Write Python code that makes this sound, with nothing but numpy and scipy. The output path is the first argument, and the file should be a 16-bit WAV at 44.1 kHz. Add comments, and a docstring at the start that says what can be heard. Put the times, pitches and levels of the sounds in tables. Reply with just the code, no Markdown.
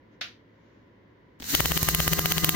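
"""A small electric pump runs dry on a workbench, close to the microphone, in a quiet room with a low hum.
A switch clicks; a second later the motor ticks into motion and spins up to a hissing buzz: sines locked
to the shaft and noise that partly recurs on every turn. About seventeen times a second the mechanism
binds, shudders and rasps (swelling noise and a low tone), then lets go with a hard snap: a pressure
spike, ringing resonances of the casing and a thump into the bench."""
import sys
import numpy as np
from scipy import signal
from scipy.fft import rfft, irfft
from scipy.io import wavfile
from scipy.ndimage import map_coordinates

SR = 44100
rng = np.random.default_rng(int(sys.argv[2]) if len(sys.argv) > 2 else 0)


def wav_record(signal):
    """Record a signal, one row per channel, as 16-bit PCM in the file named by sys.argv[1]."""
    frames = np.transpose(np.atleast_2d(signal))
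    bounded = np.clip(frames, -1, 1)
    # unit amplitude maps onto the largest positive 16-bit level
    quanta = np.round(bounded * 32767).astype(np.int16)
    wavfile.write(sys.argv[1], SR, quanta)


N = 112454
TIME = np.arange(N) / SR


def from_db(db):
    """Decibels to gain."""
    return 10 ** (np.asarray(db) / 20)


def stereo(pair_db):
    """A (left, right) pair of levels as a column of gains."""
    return from_db(pair_db)[:, None]


def rms_one(x):
    """Scale to an rms of 1."""
    return x / np.sqrt(np.mean(x ** 2) + 1e-20)


def in_time(rows):
    """A curve's value at every sample."""
    return np.interp(TIME, *np.transpose(rows))


def level_curve(rows):
    """A curve of levels in dB as a gain, practically silent before its first point."""
    return from_db(np.interp(TIME, *np.transpose(rows), left=-130))


def per_bin(points):
    """A table over frequency, read at every Fourier bin."""
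    hz, value = np.transpose(points)
    bin_hz = np.arange(N // 2 + 1) * SR / N
    return np.interp(np.log(bin_hz + 1), np.log(hz), value)


def coloured(x, colour):
    """Give a sound a spectrum; rms 1."""
    return rms_one(irfft(rfft(x) * from_db(per_bin(colour)), N))


def white():
    """Unrelated noise in the two channels."""
    return rng.standard_normal((2, N))


def drift(rate_hz):
    """Slow random movement with a spread of 1."""
    hz = np.arange(N // 2 + 1) * SR / N
    spectrum = rfft(rng.standard_normal(N)) / (1 + (hz / rate_hz) ** 2)
    return rms_one(irfft(spectrum, N))


def decay(start, t60):
    """An envelope that jumps to 1 and falls by 60 dB every t60 seconds."""
    return (TIME >= start) * from_db(-60 * np.clip((TIME - start) / t60, 0, 4))


def bell(t, width_s):
    """A smooth bump centred on t = 0."""
    return np.exp(-.5 * np.minimum((t / width_s) ** 2, 2 * 20))


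def resonance(x, hz, width_hz):
    """A two-pole band-pass."""
    r = np.exp(-np.pi * width_hz / SR)
    return signal.lfilter([1, 0, -1], [1, -2 * r * np.cos(2 * np.pi * hz / SR), r * r], x)


# Tone of the quiet room. Each row: frequency in Hz, relative level in dB per Hz.
ROOM_COLOUR = [(15, -54), (25, -24), (56, -11.5), (117, -11), (141, -10), (277, -6), (317, -6.5),
               (439, -12.5), (531, -10.5), (607, -17.5), (818, -25), (988, -14), (1190, -26), (2000, -20),
               (2610, -33.5), (2990, -30.5), (6560, -49.5), (8360, -65), (16000, -53)]
# How alike the room is in both channels. Each row: frequency in Hz, likeness from 0 to 1.
ROOM_LIKENESS = [(60, 0.95), (240, 0.87), (950, 0), (3770, 0.1), (15000, 0.21)]
ROOM_DB, ROOM_HUM_HZ, ROOM_HUM_DB = -57, 108, -65.5


def room():
    """Steady noise, more or less shared by the channels at each frequency, and a low humming sine."""
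    alike = np.clip(per_bin(ROOM_LIKENESS), 0, 1)
    mid, side = rfft(white())
    air = irfft(np.sqrt(1 + alike) * mid + np.sqrt(1 - alike) * side * [[1], [-1]], N)
    hum = np.sin(2 * np.pi * ROOM_HUM_HZ * TIME + 0.19 * drift(2.2)) * np.sqrt(2)
    return from_db(ROOM_DB) * coloured(air, ROOM_COLOUR) + from_db(ROOM_HUM_DB) * hum


# Faint rustles before the motor starts. Each row: centre in seconds, bump width in seconds, level in dB.
RUSTLES = [(0.14, 0.018, -68), (0.693, 0.11, -70.5)]
# Their tone. Each row: frequency in Hz, relative level in dB per Hz.
RUSTLE_COLOUR = [(300, -15), (1800, 4.5), (4000, -9), (6800, -12), (8000, -37)]


def rustles():
    """Soft rustling around the switch click: noise that swells and fades."""
    swells = sum(from_db(db) * bell(TIME - s, width) for s, width, db in RUSTLES)
    return swells * coloured(white(), RUSTLE_COLOUR)


# The two clicks of the switch. 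Each row: start in seconds, level in dB.
SWITCH = [(0.2103, -35.5), (0.213, -27)]
# Their tone. Each row: frequency in Hz, relative level in dB per Hz.
SWITCH_COLOUR = [(120, -29), (200, -9), (409, -24), (722, -8), (899, -21.5), (1450, -2.5), (1650, -4),
                 (3830, -2.5), (6280, -15), (8270, -40), (10500, -35), (16000, -34)]
SWITCH_CRACK_T60_S, ROOM_T60_S = 0.033, 0.26
SWITCH_ROOM_DB = -4  # room tail, relative to the click


def switch():
    """A double click and its tail in the room: noise under a fast and a slow decay, added as powers."""
    power = 0
    for s, db in SWITCH:
        click = decay(s, SWITCH_CRACK_T60_S)
        tail = from_db(SWITCH_ROOM_DB) * decay(s, ROOM_T60_S)
        power = power + from_db(db) ** 2 * (click ** 2 + tail ** 2)
    return np.sqrt(power) * coloured(white(), SWITCH_COLOUR)


# Ticks as the rotor starts. Each row: start in seconds, level in dB.
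TICKS = [(1.4007, -34), (1.4048, -32), (1.4229, -25.5), (1.4284, -31), (1.442, -26.5)]
# Their tone. Each row: frequency in Hz, relative level in dB per Hz.
TICK_COLOUR = [(100, 0), (250, 11), (600, -1), (2500, 3.5), (4500, 5), (7000, 0), (10000, -30), (14000, 0)]
TICK_T60_S = 0.0058
KNOCK_AT_S, KNOCK_HZ, KNOCK_T60_S, KNOCK_DB = 1.404, 264, 0.041, -33.5  # the rotor's first jolt


def ticks():
    """Small contacts (noise bursts) and one dull knock (a dying sine) as the rotor starts to move."""
    tone = np.sin(2 * np.pi * KNOCK_HZ * (TIME - KNOCK_AT_S))
    knock = from_db(KNOCK_DB) * decay(KNOCK_AT_S, KNOCK_T60_S) * tone
    bursts = sum(from_db(db) * decay(s, TICK_T60_S) for s, db in TICKS)
    return knock + bursts * coloured(white(), TICK_COLOUR)


# Rumble of the bench under the pump. Each row: time in seconds, level in dB.
BENCH = [(1.39, -83), (1.41, -63), (1.52, -66), (1.55, -41), (1.85, -36.5), (2.0, -39), (2.55, -42.5)]
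# Its tone. Each row: frequency in Hz, relative level in dB per Hz.
BENCH_COLOUR = [(15, -9), (35, -2), (70, 18.5), (120, -10), (280, -6.5), (500, -3.5), (2000, -67)]


def bench():
    """The shaken bench: low noise, mostly shared by the two channels."""
    rumble = rng.standard_normal(N) + 0.33 * white()
    return level_curve(BENCH) * coloured(rumble, BENCH_COLOUR)


WAVER_DB, WAVER_RAD = 3, 0.2  # unsteadiness: level spread from the tenth multiple up, phase spread


def partial(turns, order):
    """A sine at a multiple of the shaft speed; the high ones waver more in level."""
    phase = 2 * np.pi * (order * turns + rng.random()) + WAVER_RAD * drift(13)
    return np.sqrt(2) * np.sin(phase) * from_db(WAVER_DB * min(order / 10, 1) * drift(19))


# Growl of the motor spinning up. Each row: time in seconds, level in dB before panning.
GROWL = [(1.39, -90), (1.405, -54), (1.46, -56), (1.51, -55.5), (1.543, -26), (1.56, -48), (1.64, -65)]
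GROWL_PAN_DB = [1.5, -7]  # (left, right)


def growl(turns):
    """The spin-up growl: one sine at four times the shaft speed."""
    return stereo(GROWL_PAN_DB) * level_curve(GROWL) * partial(turns, order=4)


# Overall level of the shaft's hum. Each row: time in seconds, level in dB.
HUM = [(1.39, -91), (1.42, -51), (1.52, -49.5), (1.65, -39), (1.9, -37.5), (2.2, -32), (2.55, -32.5)]
# Its partials. Each row: multiple of the shaft speed (rounded when played), left and right
# levels in dB relative to the hum.
PARTIALS = [(1, -13.5, -9.5), (2, 2, -2.5), (4, -9.5, -16), (5, -11.5, -20), (6, -33, -40),
            (9, -15.5, -21.5), (13, -13.5, -19), (15, -11, -13.5), (17, -21, -34), (20, -19, -16.5),
            (21, -23, -31), (24, -28, -16), (25, -13, -20), (36, -25, -18), (55, -35, -30),
            (75, -23, -12.5), (162.7, -19, -10.5), (187, -20, -11)]
# The hum swells by this share as the mechanism binds; width of the bump in seconds.
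WHINE_SWELL, WHINE_SWELL_S = 0.98, 0.0077


def shaft_hum(turns):
    """Sines locked to the turning shaft, swelling shortly before each snap."""
    hum = sum(stereo([left, right]) * partial(turns, order=round(k)) for k, left, right in PARTIALS)
    binding = sum(bell(TIME - s + SHUDDER_LEAD_S, WHINE_SWELL_S) for s, *_ in SNAPS)
    swell = (1 + WHINE_SWELL * binding) / (1 + WHINE_SWELL / 2)
    return level_curve(HUM) * hum * swell


# Brush hiss close to the microphone. Each row: time in seconds, level in dB before its flicker.
HISS = [(1.39, -68), (1.405, -53.5), (1.44, -41), (1.48, -38.5), (1.505, -30), (1.54, -28.5), (1.6, -31.5),
        (2.0, -31), (2.55, -34)]
# Its tone. Each row: frequency in Hz, relative level in dB per Hz.
HISS_COLOUR = [(120, -32), (200, -6.5), (283, -13.5), (401, -19.5), (601, -26), (899, -22), (1160, -31),
               (1420, -21.5), (1940, -14), (2290, -19), (2560, -19.5), (2860, -14.5), (3310, -19),
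               (3970, -10), (5130, -14.5), (6170, -10), (7010, -11), (7540, -16), (9580, -19.5),
               (12200, -17), (13300, -9.5), (15100, -9), (16000, -22.5)]
# Its place between the channels. Each row: frequency in Hz, left minus right in dB.
HISS_PAN = [(60, 3), (110, 12), (200, 1), (380, 2.5), (700, 4.5), (1290, 15.5), (2380, 5), (4400, -3.5),
            (8120, 2.5), (15000, -6.5)]
HISS_REPEATS = 0.54  # share of the power that recurs each turn
HISS_THROB, HISS_FLICKER_DB = 0.096, 1.66  # swing twice a turn, as a share; spread of the random flicker


def brush_hiss(turns):
    """Brushes rubbing: one turn's noise read again at the shaft angle, mixed with fresh noise."""
    track = rng.standard_normal((2, int(SR / SPEED[-1][1])))
    angle = turns % 1
    recurring = np.array([map_coordinates(side, [angle * len(side)], order=3, mode="grid-wrap")
                          for side in track])
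    share = np.clip(HISS_REPEATS, 0, 1)
    rubbing = np.sqrt(share) * recurring + np.sqrt(1 - share) * white()
    brushes = rubbing * (1 + HISS_THROB * np.sin(4 * np.pi * turns))
    pan = from_db(per_bin(HISS_PAN) * [[.5], [-.5]])
    hiss = irfft(rfft(coloured(brushes, HISS_COLOUR)) * pan, N)
    return level_curve(HISS) * from_db(HISS_FLICKER_DB * drift(27)) * hiss


# Speed of the shaft before jitter. Each row: time in seconds, turns per second.
SPEED = [(1.40, 15), (1.47, 48), (1.54, 74), (1.6, 78), (1.68, 79.8), (1.8, 81), (2.29, 81.1), (2.55, 80.6)]
SPEED_JITTER = 0.002024  # random spread, as a share of the speed


def motor():
    """One turning shaft drives hum, growl and brush hiss; the bench rumbles along."""
    speed = in_time(SPEED) * (1 + SPEED_JITTER * drift(10.07))
    turns = np.cumsum(speed) / SR
    return shaft_hum(turns) + growl(turns) + brush_hiss(turns) + bench()


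# Rasp of the binding mechanism. Each row: frequency in Hz, relative level in dB per Hz.
STRAIN_COLOUR = [(150, -1), (380, 4.5), (600, -2.5), (900, -6), (1250, 0.5), (1550, -7.5), (1900, 2.5),
                 (2400, -5), (3100, -0.5), (5000, -16), (9000, -14.5), (15000, -27)]
STRAIN_RISE_S, STRAIN_DB = 0.0083, [-21, -60]  # time constant of the build-up; level (left, right)
STRAIN_RELEASE_S = 0.00105  # the rasp stops this long before the snap
SHUDDER_HZ, SHUDDER_LEAD_S, SHUDDER_WIDTH_S = 167.5, 0.009, 0.009
SHUDDER_DB = [11.5, -20]  # (left, right), relative to the hum


def strain():
    """Before each snap a rasp of noise builds up and the body shudders for a few cycles."""
    build, shudder = 0, 0
    for s, *_, strain_db, _ in SNAPS:
        t = TIME - s
        rise = np.exp(-np.minimum(abs(t) / STRAIN_RISE_S, 20))
        build = build + from_db(strain_db) * (t < -STRAIN_RELEASE_S) * rise
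        swell = np.exp(-np.minimum(((t + SHUDDER_LEAD_S) / SHUDDER_WIDTH_S) ** 2, 20))
        shudder = shudder + from_db(strain_db) * swell * np.cos(2 * np.pi * SHUDDER_HZ * t)
    rasp = stereo(STRAIN_DB) * build * coloured(white(), STRAIN_COLOUR)
    return rasp + stereo(SHUDDER_DB) * level_curve(HUM) * shudder


# The snaps, close to the microphone. Each row: time in seconds, crack in dB, crack width in seconds,
# depth of its suction from 0 to 1, casing ring in dB, strain before it in dB, thump in dB;
# all levels are relative to the settings of their layer.
SNAPS = [(1.5502, 5.5, 0.000029, 0.47, 0, 6, 0), (1.6050, -0.5, 0.00011, 1, -2, 5, 6.5),
         (1.6577, -0.5, 0.000066, 0.2, -4, 0.5, -1), (1.719, -0.5, 0.000079, 0.2, -6, 0.5, -2),
         (1.7754, -2.5, 0.000047, 1, -3, 1, -17), (1.8294, -16.5, 0.00017, 0, 0, -26, 8.5),
         (1.8876, 1.5, 0.0001, 0.9, 1, 0.5, 1), (1.9481, 0.5, 0.000054, 0.54, 1, -3.5, -3),
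         (2.0027, 0.5, 0.000071, 0.4, -6, 0.5, 1), (2.0787, -0.5, 0.000088, 0.45, 0.5, -5.5, 3),
         (2.1331, -0.5, 0.000057, 0.53, 0, 0, -22), (2.1919, -0.5, 0.00015, 0.67, -1.5, 0.5, 1.5),
         (2.2582, 0, 0.000054, 1, -2.5, -4, 2), (2.3210, 0.5, 0.000044, 0.5, -1.5, 1.5, -31),
         (2.3814, 1, 0.000036, 0.77, -7, -1.5, -26), (2.4454, 2.5, 0.000031, 0.82, 0, 2.5, 1.5),
         (2.4925, 2.5, 0.000046, 0.38, 1, -1, -21), (2.5560, 0, .00007, .6, 0, 3.5, 0)]
# The casing's ring. Each row: frequency in Hz, width in Hz, left and right levels in dB.
CASING = [(1400, 1500, -63, -26), (3100, 700, -27.5, -23), (4970, 640, -24, -23.5), (6500, 180, -32, -19.5),
          (12260, 2000, -21.5, -13), (15770, 1900, -18, -10)]
CRACK_DIP_LEAD_S = 0.00014  # a short suction, then the pressure spike; the lead varies a little
CRACK_DB, RIGHT_LAG_S = [-3.5, -15], .0001  # (left, right); delay of the right channel
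CRACK_RING_HZ, CRACK_RING_T60_S, CRACK_RING_DB = 3014, 0.0069, -11.5  # the spike's own short after-ring
RING_T60_S, REBOUND_S, REBOUND_DB, REBOUND_T60_S = 0.0084, 0.0016, -9, 0.011
THUMP_HZ, THUMP_T60_S, THUMP_DB = 79, 0.038, [-23.5, -26]  # level (left, right)


def snaps():
    """Each release is a sharp crack, a brief ring of the casing with one rebound, and a thump."""
    crack, ring, thump = 0, 0, 0
    for s, crack_db, width_s, suction, ring_db, _, thump_db in SNAPS:
        t = TIME - s - np.array([[0], [RIGHT_LAG_S]])
        lead = CRACK_DIP_LEAD_S * (1 + 0.045 * rng.standard_normal())
        after = from_db(CRACK_RING_DB) * decay(s, CRACK_RING_T60_S) * np.cos(2 * np.pi * CRACK_RING_HZ * t)
        after = after * (1 - bell(TIME - s, width_s))  # leaves room for the spike
        pressure = bell(t, width_s) + after - suction * bell(t + lead, width_s)
        crack = crack + from_db(crack_db) * pressure
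        rebound = from_db(REBOUND_DB) * decay(s + REBOUND_S, REBOUND_T60_S)
        ring = ring + from_db(ring_db) * (decay(s + RIGHT_LAG_S, RING_T60_S) + rebound)
        boom = decay(s, THUMP_T60_S) * np.cos(2 * np.pi * THUMP_HZ * (TIME - s))
        thump = thump + from_db(thump_db) * boom
    casing = sum(stereo([left, right]) * rms_one(resonance(white(), hz, width))
                 for hz, width, left, right in CASING)
    return stereo(CRACK_DB) * crack + ring * casing + stereo(THUMP_DB) * thump


def scene():
    """The pump and its switch in the room."""
    return room() + rustles() + switch() + ticks() + motor() + strain() + snaps()


def record(dry):
    """Peaks are clipped at full scale, then a steep low-pass cuts the top above 16 kHz."""
    low_pass = signal.ellip(10, .2, 70, 16000, fs=SR, output="sos")
    return signal.sosfilt(low_pass, np.clip(dry, -1, 1))


dry = scene()
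out = record(dry)
wav_record(out)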